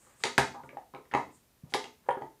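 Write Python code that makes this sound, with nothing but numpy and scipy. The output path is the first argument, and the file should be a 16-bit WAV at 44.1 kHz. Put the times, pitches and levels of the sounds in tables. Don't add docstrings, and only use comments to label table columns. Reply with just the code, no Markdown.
import sys
import numpy as np
from scipy import signal
from scipy.fft import rfft, irfft
from scipy.io import wavfile

SR = 44100
rng = np.random.default_rng(int(sys.argv[2]) if len(sys.argv) > 2 else 0)


def amplitude_ratio(level_db):
    exponent = np.asarray(level_db, float) / 20
    return 10 ** exponent


def output_pcm(signal):
    pcm = np.clip(np.atleast_2d(signal).T, -1, 1) * 32767
    wavfile.write(sys.argv[1], SR, np.round(pcm).astype(np.int16))


N = 105840


def at_hz(points, hz):
    points = np.array(points)
    return np.interp(np.log(hz), np.log(points[:, 0]), points[:, 1])


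def ring(x, hz, t60):
    radius, angle = amplitude_ratio(-60 / (t60 * SR)), 2 * np.pi * hz / SR
    return signal.lfilter([0, np.sin(angle)], [1, -2 * radius * np.cos(angle), radius ** 2], x + 1e-18)


def band(x, low_hz, high_hz):
    return signal.sosfilt(signal.butter(2, [low_hz, high_hz], "band", fs=SR, output="sos"), x)


def add(out, s, sound):
    i = int(s * SR)
    out[i:i + len(sound)] += sound[:len(out) - i]


# [t/s, knock level/dB, knock f/Hz, glass crack
# level/dB, shelf level/dB]
CONTACTS = [(.2372, -14, 2245, -21, -48.5), (.240, -19.5, 881, -37, -41), (0.253, -26, 2270, -31, -31.5),
            (0.3794, -6, 1587, -19.5, -24), (.384, -11, 896, -21, -25.5), (0.7697, -30.5, 795, -59.5, -55),
            (.7705, -41.5, 1834, -61.5, -73), (1.1375, -14.5, 855, -46, -34),
            (1.139, -19, 2010, -38.5, -37), (1.1483, -13, 877, -36, -30), (1.150, -17.5, 1985, -47, -62),
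            (1.174, -18, 992, -40.5, -36), (1.7382, -14.5, 2074, -24, -37), (1.7449, -16, 860, -28, -36.5),
            (1.749, -23, 417, -38.5, -40.5), (2.0866, -24, 513, -51, -49), (2.089, -16, 970, -62, -45),
            (2.09, -21, 1770, -74.5, -58.5), (2.093, -40.5, 2640, -64.5, -52),
            (2.108, -45, 3100, -58, -42), (2.112, -22, 960, -70, -64), (2.213, -35, 430, -63, -48),
            (2.2197, -29.5, 870, -60, -51), (2.221, -42, 1930, -59, -59),
            (0.069, -55, 1180, -69, -63.5), (0.204, -50, 1200, -82, -60),
                 (.2378, -20.5, 4420, -70, -62), (.546, -38, 914, -56, -44.5),
                 (.635, -45.5, 1920, -59, -48), (0.6912, -34.5, 2250, -58, -56.5),
                 (0.729, -41.5, 540, -77.5, -55.5), (0.938, -38.5, 1023, -56.5, -45.5),
                 (.948, -36, 2280, -59.5, -51.5), (.949, -44.5, 3860, -70, -71.5),
                 (1.054, -50.5, 1900, -72.5, -61), (1.113, -35, 1840, -53.5, -56.5),
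                 (1.128, -42, 1900, -80.5, -43.5), (1.1389, -40.5, 2630, -63, -70.5),
                 (1.149, -42, 3800, -62, -74.5), (1.723, -51, 814, -52, -51.5),
                 (1.741, -26, 2890, -59.5, -68.5), (1.842, -38.5, 2280, -42, -42.5),
                 (2.063, -58, 864, -63.5, -57.5), (2.170, -32.5, 842, -81, -43.5),
                 (2.240, -41, 321.6, -68, -72), (2.253, -58.5, 890, -87.5, -60)]
# [f/Hz, level/dB, t60/s]
SHELF_MODES = [(244.3, -17, 0.32), (316.5, -10, 0.11), (400, -3.5, 0.073), (460, -9.5, 0.12),
               (524.4, -2, .1), (693, -7.5, 0.085), (795, -2.5, 0.074), (884, -11, 0.26), (950, -4, 0.076),
               (1004, -11, .15), (1185, -4.5, 0.084), (1254.6, -10, 0.15), (1423, -8, 0.053),
               (1653, -5.5, 0.047)]
# [f/Hz, level/dB, t60/s]
GLASS_MODES = [(2480, -5, 0.0088), (3300, -6, 0.019), (3800, -7, .01), (4420, -9, 0.0059),
               (6750, -5.5, .008), (7700, -12.5, .006), (9900, -7.5, .006)]
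KNOCK_CYCLES = 16.84
SPREAD_DB = 4.5
CRACK_LOW_HZ, CRACK_TOP_HZ = 1710, 7200
CRACK_S, RATTLE_S, RATTLE_DB = 0.0015, 0.033, -14.5


def contacts():
    out, t = np.zeros(N), np.arange(SR // 2) / SR
    click = 1. * (t == 0)
    shelf = band([amplitude_ratio(db) * ring(click, hz, t60) for hz, db, t60 in SHELF_MODES], 220, 3300)
    shelf = shelf * (1 - np.exp(-t / 0.00094))
    glass = np.array([amplitude_ratio(db - 3) * ring(click, hz, t60) for hz, db, t60 in GLASS_MODES])
    for s, db, hz, crack_db, shelf_db in CONTACTS:
        shelf_gains = amplitude_ratio(SPREAD_DB * rng.standard_normal(len(shelf)))
        glass_gains = amplitude_ratio(SPREAD_DB * rng.standard_normal(len(glass)))
        knock = ring(click, hz, KNOCK_CYCLES / hz)
        knock = band(knock * (1 - np.exp(-t * hz / 0.26)), 0.64 * hz, 1.496 * hz)
        decay = 0.54 * np.exp(-t / CRACK_S) + amplitude_ratio(RATTLE_DB) * np.exp(-t / RATTLE_S)
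        rattle = rng.standard_normal(len(t)) * decay
        crack = band(2.0 * click + rattle + glass_gains @ glass, CRACK_LOW_HZ, CRACK_TOP_HZ)
        shake = shelf_gains @ shelf
        add(out, s, amplitude_ratio(db) * knock + amplitude_ratio(crack_db) * crack + amplitude_ratio(shelf_db) * shake)
    return out


# [t/s, level/dB, low f/Hz, top f/Hz]
LIP_SNAPS = [(.2374, -13.5, 1900, 4800), (.2385, -20, 5870, 9600), (.2435, -25, 5900, 8500),
             (.254, -20.5, 1810, 4900), (.3797, -12, 1670, 3017), (.3800, -15.5, 5300, 12300),
             (.3815, -16.5, 3510, 5100), (.3832, -15, 5460, 12500), (.7698, -36.5, 288, 1080),
             (.772, -53, 2243, 3300), (1.1378, -36, 2173, 3000), (1.149, -49.5, 9000, 10600),
             (1.7385, -14, 2100, 4860), (1.739, -27.5, 8000, 11730), (1.7445, -21.5, 2500, 6500),
             (1.7495, -29.5, 8960, 11900), (1.8415, -31, 1200, 4540), (1.843, -33.5, 1500, 4000),
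             (2.0895, -48, 8400, 10570), (2.109, -49, 8500, 10000)]
SNAP_S = .0008


def snaps():
    out, t = np.zeros(N), np.arange(SR // 20) / SR
    for s, db, low_hz, top_hz in LIP_SNAPS:
        spit = 3.0 * (t == 0) + rng.standard_normal(len(t)) * np.exp(-t / SNAP_S)
        snap = band(band(spit, low_hz, top_hz), low_hz, top_hz)
        add(out, s, amplitude_ratio(db - 3) * snap / np.abs(snap).max())
    return out


# [t/s, level/dB, f/Hz, t60/s]
JOLTS = [(0.212, -53, 198, 0.039), (.238, -23.5, 4420, 0.016), (.2378, -18, 2135, .02),
         (.7699, -36.5, 794, 0.036), (1.1378, -33.5, 2640, .025), (1.138, -29, 1895, 0.043),
         (1.149, -41.5, 3850, 0.026), (2.0872, -25.5, 784, 0.054), (2.089, -35, 1398, 0.038),
         (2.089, -46, 2650, .04), (2.088, -50, 3110, 0.027), (2.108, -42, 3170, 0.02),
         (2.2194, -33.5, 880, 0.052), (2.222, -51, 1940, 0.036), (2.25, -42, 881, 0.081),
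         (2.24, -43, 330, .04), (.239, -30.5, 460, 0.11), (.2395, -28.5, 937, 0.11),
         (0.3803, -24.5, 1648, .05), (.381, -25.5, 952, 0.1), (0.771, -45.5, 875, 0.073),
         (1.138, -34, 797, .06), (1.1375, -35.5, 612, .06), (1.741, -31, 900, 0.067),
         (0.239, -46.5, 133, 0.074), (0.38, -29.5, 135.6, 0.16), (0.383, -41.5, 68, 0.23),
         (0.635, -50, 132, 0.14), (0.729, -53.5, 134.3, 0.15), (0.939, -52.5, 137.4, 0.19),
         (.95, -46, 1071, 0.16), (1.143, -35.5, 290, .15), (1.144, -38, 136.6, 0.19),
         (1.635, -32, 159.3, 0.033), (1.741, -49, 137, 0.15), (2.087, -24.5, 548, 0.053),
         (2.0876, -23.5, 921, 0.047), (2.088, -48, 139, 0.13), (2.217, -48, 139.6, 0.17)]


def jolts():
    out = np.zeros(N)
    click = 1. * (np.arange(SR // 2) == 0)
    for s, db, hz, t60 in JOLTS:
        add(out, s, amplitude_ratio(db) * band(ring(click, hz, t60), .5 * hz, 1.66 * hz))
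    return out


# [start t/s, length t/s, level/dB, centre f/Hz, width f/Hz]
BASE_DRAGS = [(0, .2, -67.5, 855, 1487), (0.193, 0.053, -64, 3000, 5000), (0.531, 0.094, -48, 900, 203),
              (0.639, 0.16, -60, 335, 295), (0.938, 0.048, -51.5, 1050, 400), (0.942, 0.068, -54, 362, 246),
              (1.114, 0.012, -49.5, 1200, 1520), (1.629, 0.076, -68, 490, 590),
              (1.695, 0.031, -63.5, 4000, 8100), (2.029, 0.12, -68, 880, 1200),
              (2.202, 0.041, -53.5, 400, 400)]
GRAIN_DB = 3.5


def scrapes():
    out = np.zeros(N)
    for s, length, db, hz, width_hz in BASE_DRAGS:
        grains = rng.standard_normal(SR // 4) * amplitude_ratio(GRAIN_DB * rng.standard_normal(SR // 4))
        low_hz = np.sqrt(hz ** 2 + width_hz ** 2 / 4) - width_hz / 2
        rub = band(grains, low_hz, low_hz + width_hz)[:int(length * SR)]
        stroke = np.sqrt(np.sin(np.linspace(0, np.pi, len(rub))).clip(0))
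        add(out, s, amplitude_ratio(db) * rub / rub.std() * stroke)
    return out


# [centre t/s, half length t/s, level/dB]
FINGER_BRUSHES = [
    (0.022, 0.11, -67),
    (0.237, 0.054, -60.5),
    (0.66, 0.02, -73.5),
    (1.35, 0.031, -67),
    (1.719, 0.024, -73),
    (2.1, 0.022, -70),
]
BRUSH_HZ, BRUSH_WIDTH_HZ = 8000, 2300


def brushes():
    t = np.arange(N) / SR
    swell = sum(amplitude_ratio(db) * np.exp(-((t - s) / half) ** 2) for s, half, db in FINGER_BRUSHES)
    noise = band(rng.standard_normal(N), BRUSH_HZ - BRUSH_WIDTH_HZ / 2, BRUSH_HZ + BRUSH_WIDTH_HZ / 2)
    return swell * noise / noise.std()


# [f/Hz, t60/s]
ROOM_DECAY = [(100, 0.49), (500, 0.29), (1000, .26), (2000, 0.28), (6000, 0.34), (10000, 0.27),
              (14000, 0.12)]
# [f/Hz, level/dB]
ROOM_TONE = [(100, -6.0), (200, -4), (400, -0.5), (900, -2), (2000, -1), (5000, -2.25), (10000, -1.5),
             (14000, -1.3)]
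WALL_S, WALL_DB, TAIL_DB = 0.016, -11.5, -2.5


def room(x):
    t = np.arange(SR // 2) / SR
    edges = 60 * 2 ** np.arange(0, 8.6, .5)
    white = rng.standard_normal((2, len(t)))
    tail = np.zeros(len(t))
    for k, (low_hz, high_hz) in enumerate(zip(edges, edges[1:])):
        t60 = at_hz(ROOM_DECAY, np.sqrt(low_hz * high_hz))
        tail += band(white[k % 2], low_hz, high_hz) * amplitude_ratio(-60 * t / t60)
    tail = tail * (1 - np.exp(-(t / .005) ** 2))
    tail = amplitude_ratio(TAIL_DB) * tail / np.sqrt(np.sum(tail ** 2))
    hz = np.maximum(np.fft.rfftfreq(len(t), 1 / SR), 1)
    tail = irfft(rfft(tail) * amplitude_ratio(at_hz(ROOM_TONE, hz)), len(t))
    tail[int(WALL_S * SR)] += amplitude_ratio(WALL_DB)
    return signal.fftconvolve(x, tail)[:N]


# [f/Hz, level/dB]
HISS_TONE = [(25, 3.5), (60, 11.5), (120, 7.5), (400, 1), (1000, -6), (3000, -10), (8000, -11.5),
             (16000, -11)]
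HISS_DB = -67


def hiss():
    hz = np.maximum(np.fft.rfftfreq(N, 1 / SR), 1)
    noise = irfft(rfft(rng.standard_normal(N)) * amplitude_ratio(at_hz(HISS_TONE, hz)) * (hz < 16000), N)
    return amplitude_ratio(HISS_DB) * noise / noise.std()


def scene():
    near = contacts() + snaps() + jolts() + scrapes() + brushes()
    near = signal.sosfilt(signal.butter(4, 11800, fs=SR, output="sos"), near)
    return (near + room(near) + hiss())[None]


def roll_off(x):
    return signal.sosfilt(signal.butter(12, 16310, fs=SR, output="sos"), x)


def record(dry):
    dry = signal.sosfilt(signal.butter(1, 40, "high", fs=SR, output="sos"), dry)
    mix = signal.sosfilt(signal.cheby2(12, 60, 16300, fs=SR, output="sos"), dry)
    return roll_off(mix)


dry = scene()
out = record(dry)
output_pcm(out)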